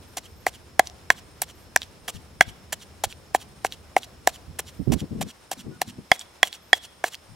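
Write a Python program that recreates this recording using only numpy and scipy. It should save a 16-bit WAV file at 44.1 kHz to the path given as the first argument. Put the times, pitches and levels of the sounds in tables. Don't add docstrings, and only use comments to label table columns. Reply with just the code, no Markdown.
import sys
import numpy as np
from scipy import signal
from scipy.fft import rfft, irfft
from scipy.io import wavfile

SR = 44100
rng = np.random.default_rng(int(sys.argv[2]) if len(sys.argv) > 2 else 0)


def int16_out(signal):
    q = np.round(np.clip(np.atleast_2d(signal).T, -1, 1) * 32767)
    wavfile.write(sys.argv[1], SR, q.astype(np.int16))


N = 324135
TIME_S = np.arange(N) / SR
FREQ_HZ = np.fft.rfftfreq(N, 1 / SR)

# (time [s], hollow knock [dB], wall clack [dB], pestle ring [dB], grit crack [dB, relative],
# paste under the pestle [dB above usual], squelch length [s], delay to the pestle's lift [s])
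BLOWS = [(0.172, -24.5, -32, -41, -25.5, -1, .017, 0.087), (0.4668, -8, -10.5, -46, -21.5, 0, 0.026, 0.088),
         (0.7948, -0.5, 2.5, -29, -9, -4.5, 0.0052, .079), (1.1032, -8.5, 2.5, -19, -17, -4, .026, 0.085),
         (1.4201, -22, -23, -41, -21.5, -2.5, 0.021, 0.084),
         (1.7623, -14.5, -1, -39, -10.5, -25, .013, 0.072),
         (2.082, -34, -26, -33, -28.5, 1.5, 0.021, 0.081), (2.4094, -4.5, 6, -15.5, -12.5, 0, 0.02, 0.087),
         (2.728, -27.5, -18.5, -52, -22, 0, 0.012, 0.1), (3.039, -18.5, -36, -28, -21, 5, 0.014, 0.077),
         (3.3483, -5, -11.5, -51, -22, 0.5, 0.015, 0.074),
         (3.6482, -7, -9, -45.5, -24.5, -1.5, 0.022, 0.09),
         (3.9658, -4, -7.5, -25, -24.5, -3, 0.023, 0.076), (4.274, -7.5, -7.5, -45, -13.5, -1, .027, 0.082),
         (4.592, -34, -24, -50.5, -29, -1.5, 0.0094, .1), (4.923, -20, -30, -39, -28.5, 2.5, 0.021, 0.083),
         (5.2138, -25, -40, -49, -33, 1.5, 0.017, 0.09),
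         (5.5158, -19, -26.5, -36, -23.5, -0.5, 0.022, 0.091),
         (5.8173, -12.5, -16, -50, -17.5, -5, 0.013, 0.081),
         (6.1167, -3.5, 7.5, -5.5, -13.5, -1.5, 0.048, .1), (6.4304, -9, 3.5, -12, -12.5, 0.5, 0.055, 0.12),
         (6.7307, -11, 3, -10.5, -25.5, -2.5, 0.053, .12), (7.0411, -11, -7, -28.5, -26.5, 3, .047, 0.1)]
# (frequency [Hz], level [dB], t60 [s])
HOLLOW_MODES = [(382, -10.5, 0.0093), (500, -11.5, 0.014), (700, -1, 0.011), (761, 3, 0.021),
                (930, -10, .015), (1388, -13, 0.014)]
# (multiple of the wall pitch [1], level [dB], t60 [s])
WALL_MODES = [(.57, -9.5, 0.015), (.94, -5.5, 0.014), (1.03, 2.5, 0.008), (1.17, -7, 0.013),
              (1.5, -17.5, 0.011)]
# (frequency [Hz], level [dB], t60 [s])
PESTLE_MODES = [(3322, 1.5, .034), (3367, -12.5, .046), (3380, -36.5, .4), (4950, -16.5, .031),
                (6440, -12.5, .016)]
# (time [s], relative peak [dB], centre [Hz])
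POPS = [(0.8719, -16, 4840), (1.4183, -5, 8500), (1.7607, -4, 6000), (1.8186, -14, 3030),
        (2.7313, -14, 6600), (3.126, -22, 2780), (3.7234, -16, 3170), (4.0324, -22, 3400),
        (4.592, -9.5, 8600), (5.005, -23, 3440), (6.194, -18.5, 6530), (6.212, -23, 3200),
        (6.4727, -19.5, 3270), (6.5288, -15.5, 3440), (7.1451, -17, 3370)]
# (start [s], length [s], level [dB], lower edge [Hz], left minus right [dB])
GUSTS = [(2.147, 0.054, -40.5, 60, 17.5), (2.469, 0.056, -40.5, 65, 20), (3.055, 0.039, -40, 50, -11),
         (4.474, 0.043, -40.5, 54.4, -8.5), (4.795, 0.032, -27, 54.5, -15), (4.873, 0.1, -19.5, 48, -21),
         (5.016, 0.041, -29, 130, 5.5), (5.112, 0.17, -32, 111, 6), (5.65, 0.091, -37.5, 150, 7),
         (5.984, 0.019, -35.5, 150, 2), (7.288, 0.066, -47.5, 59.5, 9)]
# (time [s], relative level [dB])
BREEZE = [(0, -52), (4.2, -52), (5.2, -49), (5.32, -61), (7.35, -61)]
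# (middle [s], length [s], top [Hz], relative level [dB])
WHISTLES = [(0.113, .085, 12300, -56), (0.352, 0.26, 13900, -62.5), (1.6, .13, 12900, -58),
            (4.8, .19, 13960, -62.5), (5.744, .065, 1460, -49), (6.675, 0.11, 12300, -58)]
# (frequency [Hz], relative density [dB/Hz])
SQUELCH_SPECTRUM = [(200, -8), (700, 6.5), (1300, -1), (2000, 0.5), (3000, 3), (4500, -1), (7000, 1.5),
                    (11000, -5), (13000, -7.5), (16000, -15.5)]
# (frequency [Hz], relative density [dB/Hz])
SUCK_SPECTRUM = [(300, -22.5), (1300, -6.5), (2000, -6), (2900, -4.5), (4500, -3.5), (7000, -4),
                 (11000, -11), (16000, -20.5)]
# (frequency [Hz], relative density [dB/Hz])
GRIT_SPECTRUM = [(300, -20), (1200, -9), (2800, 0.5), (4500, 0), (6800, 2), (10500, -3.5), (13000, -7),
                 (16000, -12)]
# (frequency [Hz], relative density [dB/Hz])
RUMBLE_SPECTRUM = [(15, -22), (40, -10.5), (75, 2.5), (120, -6), (200, -8.5), (500, -15.5), (1500, -45.5)]
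# (frequency [Hz], relative density [dB/Hz])
AIR_SPECTRUM = [(30, -25), (120, -16.5), (200, -6.5), (310, -5), (500, -4), (1000, -5), (2000, -10.5),
                (4000, -13.5), (7000, -17.5), (11000, -20.5), (16000, -31)]
# (frequency [Hz], left minus right [dB])
PORT_BALANCE = [(300, 1), (700, 0), (1290, 1.6), (2380, -5), (4400, 0), (8120, -1), (15000, -2.9)]
# (frequency [Hz], left's lead [rad])
PORT_PHASE = [(0, 0), (1380, -0.13), (2070, -0.66), (3450, 0.075), (4820, -0.81), (8000, -.05), (16000, 0)]

EDGE_HZ = 16200
WALL_HZ, BARE_RISE_HZ = 1789, 202
SQUELCH_DB, TYPICAL_SQUELCH_S, DB_PER_DOUBLING = -31.5, 0.018, -5.5
SUCK_DB, STICKIER_DB_PER_S = -49.5, 0.85
SMALL_BUBBLES, SMALL_DB, SMALL_OCTAVES_UP, SMALL_SPREAD_S = 3, -12.5, 0.22, 0.0087
GUST_RISE_S, GUST_FALL_S, GUST_SAG_DB = 0.004, 0.014, -6
GUST_WIDTH_HZ, WIDTH_DOUBLES_DB, TYPICAL_GUST_DB = 115, 16.5, -32.5


def gain_of(db):
    return 10 ** (np.asarray(db) / 20)


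def evened(x):
    return x / np.sqrt(np.mean(x ** 2) + 1e-20)


def read(points, hz):
    f, value = np.transpose(points)
    return np.interp(np.log(hz + 1), np.log(f + 1), value)


def add(mix, s, sound):
    part = mix[max(round(s * SR), 0):][:len(sound)]
    part += sound[:len(part)]


def coloured(x, points):
    return evened(irfft(rfft(x) * gain_of(read(points, FREQ_HZ)), N))


def noise_pair(likeness):
    left, other = rng.standard_normal((2, N))
    c = np.clip(likeness, -1, 1)
    return np.array([left, c * left + np.sqrt(1 - c ** 2) * other])


def band(x, hz, width_hz):
    bell = np.exp(-0.5 * ((FREQ_HZ - hz) / width_hz) ** 2)
    return evened(irfft(rfft(x) * bell, N))


def wander(rate_hz):
    return band(rng.standard_normal(N), 0, rate_hz)


def outdoors(air_db=-55, patchy_db=1, drone_db=-66, cricket_db=-67, second_db=-70.5):
    air = gain_of(air_db + patchy_db * wander(15)) * coloured(noise_pair(0.43), AIR_SPECTRUM)
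    drone = gain_of(drone_db) * band(noise_pair(0.3), hz=5300, width_hz=190)
    bursts = (1 + np.tanh(3 * wander(7))) / 2
    cricket = gain_of(cricket_db) * bursts * band(noise_pair(0.4), hz=8930, width_hz=90)
    answering = np.exp(-((TIME_S - 5.6) / 0.72) ** 2) * (1 - bursts)
    second = gain_of(second_db) * answering * band(noise_pair(0.4), hz=8400, width_hz=96)
    return air + drone + cricket + second


def whistles(level_db=-5, droop=0.13):
    out = np.zeros(N)
    tremble = 1 + 0.013 * wander(250)
    for s, length_s, top_hz, db in WHISTLES:
        u = np.clip((TIME_S - s) / length_s * 2, -1, 1)
        hz = top_hz * (1 - droop * (u * length_s / 0.16) ** 2) * tremble
        tone = np.sin(2 * np.pi * np.cumsum(hz) / SR)
        out += gain_of(db + level_db) * np.sqrt(1 - u ** 2) * tone
    return out * gain_of(3 * wander(40))


def wind(breeze_db=1, gust_db=0, lumpy_db=2.5, apart=1.13):
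    breeze_level_db = np.interp(TIME_S, *np.transpose(BREEZE)) + breeze_db
    out = coloured(noise_pair(0.77), RUMBLE_SPECTRUM) * gain_of(breeze_level_db)
    size, before_s = SR // 2, 0.1
    t = np.arange(size) / SR - before_s
    hz = np.fft.rfftfreq(size, 1 / SR)
    lumps = gain_of(lumpy_db * wander(30))
    noise = rng.standard_normal((len(GUSTS), 3, size))
    for (s, length_s, db, low_hz, pan_db), (shared, *own) in zip(GUSTS, noise):
        top_hz = low_hz + GUST_WIDTH_HZ * 2 ** ((db - TYPICAL_GUST_DB) / WIDTH_DOUBLES_DB)
        colour = hz ** 2 / (hz ** 2 + low_hz ** 2) / np.sqrt(1 + (hz / top_hz) ** 7)
        edges = (1 + np.tanh(t / GUST_RISE_S)) * (1 - np.tanh((t - length_s) / GUST_FALL_S))
        shape = edges * gain_of(GUST_SAG_DB * np.clip(t / length_s, 0, 1))
        turbulence = irfft(rfft(shared + apart * np.array(own)) * colour, size)
        puff = turbulence * shape * np.interp(s + t, TIME_S, lumps)
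        puff *= gain_of(db + gust_db) * np.sqrt(length_s * SR / (puff ** 2).sum(1, keepdims=True))
        shares = evened(gain_of([pan_db / 2, -pan_db / 2]))
        for port, sound, share in zip(out, puff, shares):
            add(port, s - before_s, share * sound)
    return out


def flutter(start_s=5.53, end_s=6.05, level_db=-47, lumpy_db=6.5, hz=200, width_hz=85):
    spell = (np.tanh((TIME_S - start_s) / GUST_RISE_S) - np.tanh((TIME_S - end_s) / GUST_FALL_S)) / 2
    lumpy = band(noise_pair(0.78), hz, width_hz) * gain_of(lumpy_db * wander(22))
    return gain_of(level_db) * spell * evened(lumpy)


def yard(x, near_db=-30, near_t60_s=0.055, far_db=-37, far_t60_s=0.6):
    t = np.arange(SR // 2) / SR
    near, far = rng.standard_normal((2, 2, len(t))) * np.clip(t / 0.0046 - 1, 0, 1)
    near = near * np.exp(-np.log(1000) * t / near_t60_s)
    far = far * np.exp(-np.log(1000) * t / far_t60_s)
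    tail = gain_of(near_db) * near / np.linalg.norm(near[0])
    tail = tail + gain_of(far_db) * far / np.linalg.norm(far[0])
    echoes = signal.fftconvolve(x[None], tail, axes=1)[:, :N]
    # (frequency [Hz], gain [dB])
    colour = [(300, 4.5), (800, 6.5), (2000, -1.5), (3300, 10.5), (5000, 9.0), (14000, -8.5)]
    return irfft(rfft(echoes) * gain_of(read(colour, FREQ_HZ)), N)


def ports(x, glance_db=-9, left_s=0.000521, right_s=0.000696, rim_hz=2600):
    half = gain_of(read(PORT_BALANCE, FREQ_HZ) / 2) * np.exp(0.5j * read(PORT_PHASE, FREQ_HZ))
    treble = 1j * FREQ_HZ / (1j * FREQ_HZ + rim_hz)
    delays = np.exp(-2j * np.pi * np.outer([left_s, right_s], FREQ_HZ))
    glance = gain_of(glance_db) * treble * delays
    return irfft(rfft(x) * np.array([half, 1 / half]) * (1 + glance), N)


def pops(level_db=-3, fade_s=0.00061, octaves=0.3, scatter_db=3, scatter_octaves=0.28):
    every = list(POPS)
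    for s, db, centre_hz in POPS:
        for late, size, high in rng.standard_normal((SMALL_BUBBLES, 3)):
            small_hz = centre_hz * 2 ** (SMALL_OCTAVES_UP + scatter_octaves * high)
            every.append((s + SMALL_SPREAD_S * abs(late), db + SMALL_DB + scatter_db * size, small_hz))
    out = np.zeros(N)
    t, hz = np.arange(1024) / SR, np.fft.rfftfreq(1024, 1 / SR)
    for s, db, centre_hz in every:
        grain = rfft(rng.standard_normal(len(t)))
        bell = np.exp(-0.5 * (np.log2((hz + 1) / centre_hz) / octaves) ** 2)
        snap = irfft(grain * bell) * np.exp(-t / fade_s)
        add(out, s, gain_of(db + level_db) * snap / abs(snap).max())
    return out


def paste(lead_s=0.0039, cushion=0.042, close_s=0.0047, snap_s=0.0002, grit_s=0.001, grit_db=4,
          swell_s=0.018, let_go_s=0.008, squelch_clump_db=2.5, suck_clump_db=2.5,
          gap_db=-4, gap_hz=2950, gap_fall_hz=1500):
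    squeeze, crack, suck, gap = np.zeros((4, N))
    before_s = 0.02
    t = np.arange(SR // 4) / SR - before_s
    for s, _, _, pestle_db, crack_db, paste_db, length_s, lift_s in BLOWS:
        lead = lead_s / (1 + gain_of(pestle_db) / cushion)
        pressing = (1 + np.tanh(3 * (t / lead + 1))) / 2 * (1 - np.tanh((t - length_s) / close_s)) / 2
        slowness_db = DB_PER_DOUBLING * np.log2(length_s / TYPICAL_SQUELCH_S)
        add(squeeze, s - before_s, gain_of(SQUELCH_DB + paste_db + slowness_db) * pressing)
        cracking = np.exp(-abs(t) / np.where(t < 0, snap_s + lead / 10, grit_s))
        add(crack, s - before_s, gain_of(crack_db + grit_db) * cracking)
        swell = np.exp(-0.5 * ((t - lift_s) / np.where(t < lift_s, swell_s, let_go_s)) ** 2)
        lifting = gain_of(SUCK_DB + STICKIER_DB_PER_S * s) * swell
        add(suck, s - before_s, lifting)
        hz = gap_hz + gap_fall_hz * (1 - np.tanh((t - lift_s + 0.02) / 0.016)) / 2
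        add(gap, s - before_s, lifting * np.sqrt(2) * np.cos(2 * np.pi * np.cumsum(hz) / SR))
    squelch_noise, grit_noise, suck_noise = rng.standard_normal((3, N))
    squelch_noise = squelch_noise * gain_of(squelch_clump_db * wander(490))
    suck_noise = suck_noise * gain_of(suck_clump_db * wander(600))
    return (squeeze * coloured(squelch_noise, SQUELCH_SPECTRUM)
            + crack * coloured(grit_noise, GRIT_SPECTRUM)
            + suck * coloured(suck_noise, SUCK_SPECTRUM)
            + gain_of(gap_db) * gap * wander(350))


def ringing(modes, chance, pitch=1, detune=0, scatter_db=0, contact_s=0.0003):
    t = np.arange(SR // 3) / SR
    hz, db, t60_s = np.transpose(modes)
    shift, size = chance[:, :len(hz)]
    tones = np.sin(2 * np.pi * np.outer(pitch * hz * (1 + detune * shift), t))
    rings = tones * np.exp(-np.log(1000) * t / t60_s[:, None])
    return gain_of(db + scatter_db * size) @ rings * (1 - np.exp(-t / contact_s))


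def knocks(low_hz=290):
    hollow, stone = np.zeros((2, N))
    chances = rng.standard_normal((len(BLOWS), 3, 2, 8))
    for (s, hollow_db, wall_db, pestle_db, *_), chance in zip(BLOWS, chances):
        wall_hz = WALL_HZ + BARE_RISE_HZ * gain_of(pestle_db)
        air = ringing(HOLLOW_MODES, chance[0], detune=0.012, scatter_db=3.0, contact_s=0.00065)
        wall = ringing(WALL_MODES, chance[1], pitch=wall_hz, detune=0.038, scatter_db=3.5,
                       contact_s=0.00039)
        pestle = ringing(PESTLE_MODES, chance[2], scatter_db=3.5, contact_s=0.00026)
        add(hollow, s, gain_of(hollow_db) * air)
        add(stone, s, gain_of(wall_db) * wall)
        add(stone, s, gain_of(pestle_db) * pestle)
    bass_cut = signal.butter(N=4, Wn=low_hz, btype="high", fs=SR, output="sos")
    return stone + signal.sosfilt(bass_cut, hollow)


def scene():
    mortar = knocks() + paste() + pops()
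    return ports(mortar) + yard(mortar) + wind() + flutter() + outdoors() + whistles()


def record(dry):
    clipped = np.clip(dry, -1, 1)
    lowpass = signal.firwin(255, EDGE_HZ, window=("kaiser", 8), fs=SR)
    return signal.oaconvolve(clipped, lowpass[None], "same")


dry = scene()
out = record(dry)
int16_out(out)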